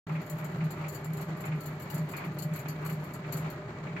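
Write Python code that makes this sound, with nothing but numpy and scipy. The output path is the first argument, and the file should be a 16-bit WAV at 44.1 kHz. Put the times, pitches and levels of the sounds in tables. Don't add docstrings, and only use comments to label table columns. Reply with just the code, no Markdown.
import sys
import numpy as np
from scipy import signal
from scipy.fft import rfft, irfft
from scipy.io import wavfile

SR = 44100
rng = np.random.default_rng(int(sys.argv[2]) if len(sys.argv) > 2 else 0)


def waveform_to_disk(signal):
    frames = np.transpose(np.atleast_2d(signal))
    scaled = np.clip(frames, -1, 1) * 32767
    samples = np.round(scaled).astype(np.int16)
    wavfile.write(sys.argv[1], SR, samples)


N = 176400
TIME = np.arange(N) / SR
TOP_HZ = 15950

# frequency in Hz, level in dB.
MOTOR_TONES = [(41,-67.5),(120,-55)]
# middle in seconds, length in seconds, relative dB.
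LOAD_SURGES = [(0.148,0.071,-26),(0.35,0.055,-32.5),(0.441,0.045,-33),(0.55,0.013,-29),(0.644,0.063,-25.5),(0.823,0.09,-31),(1.117,0.11,-32),(1.308,0.056,-30),(1.537,0.073,-26),(1.737,0.071,-35),(1.95,0.024,-29),(2.022,0.051,-26.5),(2.298,0.031,-32.5),(2.423,0.016,-28.5),(2.465,0.022,-28.5),(2.523,0.047,-28),(2.711,0.061,-31.5),(2.855,.042,-31),(2.93,0.043,-29),(3.005,0.042,-31.5),(3.279,0.052,-36),(3.358,0.022,-28),(3.405,0.01,-28),(3.463,0.04,-29.5),(3.918,0.16,-39)]
# pitch in Hz, half-width in Hz, level in dB, left over right in dB.
PANEL_MODES = [(141.2,5.9,-48.5,0.5),(173.4,13.7,-46.5,-0.5),(399.8,13.6,-53.5,-1.5),(605.3,13.3,-54.5,2),(846,5.3,-71.5,18),(1219,21,-61.5,6),(1332,14,-64.5,-1),(1728,25,-66.5,6),(1950,57,-66,-12.5),(2276,43,-63,0)]
# frequency in Hz, relative level in dB.
CHURN_EQ = [(30,-20),(42,-14),(62,-4.5),(90,1.5),(125,9.5),(185,2),(225,1.5),(350,2.5),(470,-3.5),(850,-4.5),(1250,-5.5),(2300,-12),(2800,-17.5),(3500,-24.5),(4400,-23.5),(5300,-33),(7300,-27.5),(8800,-45.5),(16000,-39)]
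# time in seconds, level in dB.
CHURN_FADER = [(.08,-43.5),(.22,-42),(.36,-44.5),(.62,-42.5),(.72,-42.5),(.85,-41),(.95,-43),(1.3,-42.5),(1.62,-45),(1.95,-41.5),(2.05,-42.5),(2.25,-43),(2.45,-44.5),(2.72,-43),(3.12,-43.5),(3.48,-41),(3.6,-45),(4,-43)]
# frequency in Hz, left over right in dB.
GEAR_PAN = [(30,0.5),(2300,-1),(3300,8.5),(4500,10.5),(9000,7),(13000,0)]
# frequency in Hz, side over mid in dB.
GEAR_WIDTH = [(30,-17),(140,-35),(330,-15),(700,-10.5),(1300,-2),(2000,-0.5)]
# frequency in Hz, relative level in dB.
METAL_EQ_LEFT = [(1760,-54),(3000,-6),(3500,-26),(4020,-9),(4440,-4),(4900,-15),(5470,-20),(6460,-15),(7050,2),(7430,-2),(8480,-20),(9100,-22.5),(10400,-14),(11100,-4.5),(12600,1),(13700,-6.5),(15100,-13),(15900,-9.5)]
METAL_EQ_RIGHT = [(2800,-29),(4500,1),(5300,-12),(6500,-3),(7250,7.5),(8700,-15),(10800,3.5),(12600,5),(15800,-28)]
# start in seconds, relative level in dB, emphasis in Hz.
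KNOCK_AND_CLICK_CUES = [(.092,-46,950),(0.151,-48,2000),(.383,-50,1030),(0.423,-51.5,1160),(0.604,-49,2350),(0.841,-51,2300),(1.437,-44,1180),(1.466,-50,2160),(1.516,-48,2330),(2.135,-44,1820),(2.18,-48,1520),(2.238,-49.5,2000),(2.658,-50,1973),(2.889,-47.5,1520),(3.24,-51.5,2235),(3.333,-52.5,1220),(3.442,-46.5,900),(3.868,-51,1998),(3.963,-44.5,2070)]
# frequency in Hz, relative level in dB.
TUB_EQ = [(200,-22),(600,2.5),(1200,2.5),(1800,-1.5),(2350,5),(3000,-8.5),(4500,-18.5),(8000,-28),(16000,-42)]
# start in seconds, relative level in dB.
CHINK_CUES = [(.213,-52),(.260,-50),(0.297,-38.5),(0.323,-53),(.380,-47),(0.442,-43.5),(0.638,-50.5),(.705,-41),(0.881,-38.5),(0.923,-46),(0.944,-39),(1.042,-43.5),(1.131,-45),(1.169,-44),(1.209,-42),(1.369,-53),(1.403,-44.5),(1.451,-43),(1.604,-44),(1.633,-49),(1.656,-40),(1.796,-46.5),(1.819,-44.5),(1.899,-38.5),(1.941,-38),(1.977,-43),(2.088,-45.5),(2.111,-44.5),(2.164,-40),(2.244,-49.5),(2.385,-37),(2.420,-36.5),(2.534,-43),(2.558,-39.5),(2.588,-43),(2.682,-37.5),(2.847,-44),(2.859,-39),(2.895,-41),(2.923,-45.5),(3.036,-49.5),(3.134,-43),(3.322,-33),(3.367,-38),(3.396,-51),(3.499,-44.5)]
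# frequency in Hz, relative level in dB.
METAL_MODES = [(4348,-18),(4490,-24),(4600,-16),(5950,-9),(7130,-39),(7290,-26),(11698,-32),(12111,-30)]
# middle in seconds, length in seconds, level in dB, emphasis in Hz.
GRIND_CUES = [(0.423,.035,-55,1150),(0.818,0.1,-48,910),(2.22,0.06,-43.5,950),(2.581,0.16,-51.5,2100),(2.853,0.066,-45,1095),(3.471,0.076,-55,1700)]

METAL_T60_S = 0.13


def amp(db):
    return 10 ** (np.asarray(db) / 20)


def unit(x):
    return x / np.sqrt(np.mean(abs(x) ** 2) + 1e-20)


def read(points, hz):
    f, value = np.transpose(points)
    return np.interp(np.log(hz + 1), np.log(f + 1), value)


def add(mix, start_s, sound):
    part = mix[:, round(start_s * SR):][:, :sound.shape[1]]
    part += sound[:, :part.shape[1]]


def equalise(x, eq):
    n = x.shape[-1]
    return unit(irfft(rfft(x) * amp(read(eq, np.fft.rfftfreq(n, 1 / SR))), n))


def wander(rate_hz):
    hz = np.fft.rfftfreq(N, 1 / SR)
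    return unit(irfft(rfft(rng.standard_normal(N)) / (1 + (hz / rate_hz) ** 4), N))


def spread(pair, gain):
    hz = np.fft.rfftfreq(N, 1 / SR)
    mid, side = rfft(pair)
    width, pan = amp(read(GEAR_WIDTH, hz)), amp(read(GEAR_PAN, hz) / 2)
    ears = np.array([(mid + width * side) * pan, (mid - width * side) / pan])
    return unit(irfft(ears * gain / np.hypot(1, width), N))


def swell(middle_s, length_s):
    return np.exp(-2 * ((TIME - middle_s) / length_s) ** 2)


def tub_drone(idle_hz=149.5, bend_hz=11, jitter_hz=3, rough=0.22, rough_hz=32):
    load = sum(amp(db) * swell(middle, length) for middle, length, db in LOAD_SURGES)
    bend = bend_hz * load / (load + amp(-36))
    hz = idle_hz + bend + jitter_hz * wander(rough_hz)
    shake = 1 + rough * (wander(rough_hz) + 1j * wander(rough_hz)) / np.sqrt(2)
    ring = unit((shake * np.exp(2j * np.pi * np.cumsum(hz) / SR)).real)
    level = np.hypot(load, amp(-43)) * amp(-3)
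    return level * ring


def motor_hum():
    return sum(amp(db) * unit(np.sin(2 * np.pi * (hz * TIME + rng.random()))) for hz, db in MOTOR_TONES)


def cabinet_ring(sway_db=1.5, sway_hz=5):
    hz, out = np.fft.rfftfreq(N, 1 / SR), np.zeros((2, N))
    for pitch, width, db, pan_db in PANEL_MODES:
        resonance = 1 / (1 + ((hz - pitch) / width) ** 2)
        ring = spread(rng.standard_normal((2, N)), resonance)
        ear_gains = amp([[db + pan_db / 2], [db - pan_db / 2]])
        out += unit(ring * amp(sway_db * wander(sway_hz))) * ear_gains
    return out


def gear_churn(grit_per_s=160, grit_db=-7.5, grit_decay_s=0.0039, flicker_db=1.25, flicker_hz=30):
    hz = np.fft.rfftfreq(N, 1 / SR)
    hits = (rng.random(N) < grit_per_s / SR) * amp(3 * np.minimum(rng.exponential(1, N), 3))
    envelope = signal.lfilter([1], [1, -np.exp(-1 / (grit_decay_s * SR))], hits)
    grit = unit(envelope * rng.standard_normal((2, N)))
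    rubbing = rng.standard_normal((2, N))
    churn = spread(rubbing + amp(grit_db) * grit, amp(read(CHURN_EQ, hz)))
    fader_db = np.interp(TIME, *np.transpose(CHURN_FADER))
    return churn * amp(fader_db + flicker_db * wander(flicker_hz))


def metal_tone(pair, right_db=-12.5):
    left, right = equalise(pair[0], METAL_EQ_LEFT), equalise(pair[1], METAL_EQ_RIGHT)
    return np.array([left, amp(right_db) * right])


def metal_jingle(touches_per_s=70, left_db=-66, settle_s=0.17, end_s=3.6):
    touches = (rng.random(N) < touches_per_s / SR) * amp(3 * np.minimum(rng.exponential(1, N), 2))
    power = signal.lfilter([1], [1, -amp(-120 / (METAL_T60_S * SR))], touches ** 2)
    shimmer = metal_tone(np.sqrt(power) * rng.standard_normal((2, N)))
    fade = np.clip((end_s - TIME) / settle_s, 0, 1)
    return amp(left_db) * shimmer * fade


def tub_tone(x, emphasis_hz, boost_db=8, octaves=0.9):
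    hz = np.geomspace(100, SR / 2, num=100)
    bell_db = boost_db * np.exp(-(np.log2(hz / emphasis_hz) / octaves) ** 2)
    return equalise(x, np.transpose([hz, read(TUB_EQ, hz) + bell_db]))


def knocks_and_click(attack_s=0.0018, t60_s=0.21, trim_db=6):
    t, out = TIME[:SR // 4], np.zeros((2, N))
    envelope = np.minimum(t / attack_s, 1) * amp(-60 * t / t60_s)
    for start, db, emphasis_hz in KNOCK_AND_CLICK_CUES:
        body = tub_tone(rng.standard_normal((2, len(t))), emphasis_hz)
        add(out, start, amp(db + trim_db) * envelope * body)
    return out


def metal_chinks(attack_s=0.0026, chatter_s=0.0038, mode_t60_s=0.23, wall_db=-21, wall_t60_s=0.19):
    t, out = TIME[:SR // 4], np.zeros((2, N))
    decay = amp(-60 * t / METAL_T60_S) + amp(wall_db - 60 * t / wall_t60_s)
    modes = sum(amp(db) * np.sin(2 * np.pi * (hz * t + rng.random((2, 1)))) for hz, db in METAL_MODES)
    ring = rng.standard_normal((2, len(t))) * decay + modes * amp(-60 * t / mode_t60_s)
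    bands_hz = np.linspace(3000, TOP_HZ, num=16)
    trim = amp(0.5) * np.sqrt(np.mean(decay ** 2))
    fade = 1 - t / t[-1]
    for start, db in CHINK_CUES:
        chatter = rng.standard_normal(len(t)) * np.minimum(t / attack_s, 1) * np.exp(-t / chatter_s)
        chatter *= amp(4 * np.minimum(rng.exponential(1, len(t)), 6))
        spot_ring = ring + 0.69 * rng.standard_normal((2, len(t))) * decay
        chink = signal.fftconvolve(spot_ring, chatter[None], axes=1)[:, :len(t)]
        spot_db = 1.5 * rng.standard_normal(len(bands_hz))
        chink = equalise(chink, np.transpose([bands_hz, spot_db]))
        add(out, start, amp(db) * trim * metal_tone(chink) * fade)
    return out


def shaft_grind(rough_db=3, rough_hz=45):
    out = np.zeros((2, N))
    for middle, length, db, emphasis_hz in GRIND_CUES:
        out += amp(db) * swell(middle, length) * tub_tone(rng.standard_normal((2, N)), emphasis_hz)
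    return out * unit(amp(rough_db * wander(rough_hz)))


def scene():
    bed = tub_drone() + motor_hum() + cabinet_ring() + gear_churn()
    left, right = bed + metal_jingle() + knocks_and_click() + metal_chinks() + shaft_grind()
    return np.array([left, np.roll(right, 3)])


def record(dry, start_s=0.066, fade_s=0.0041):
    opened = dry * np.clip((TIME - start_s) / fade_s, 0, 1)
    lowpass = signal.firwin(511, TOP_HZ, window=("kaiser", 9), fs=SR)
    return signal.oaconvolve(opened, lowpass[None], "same")


dry = scene()
out = record(dry)
waveform_to_disk(out)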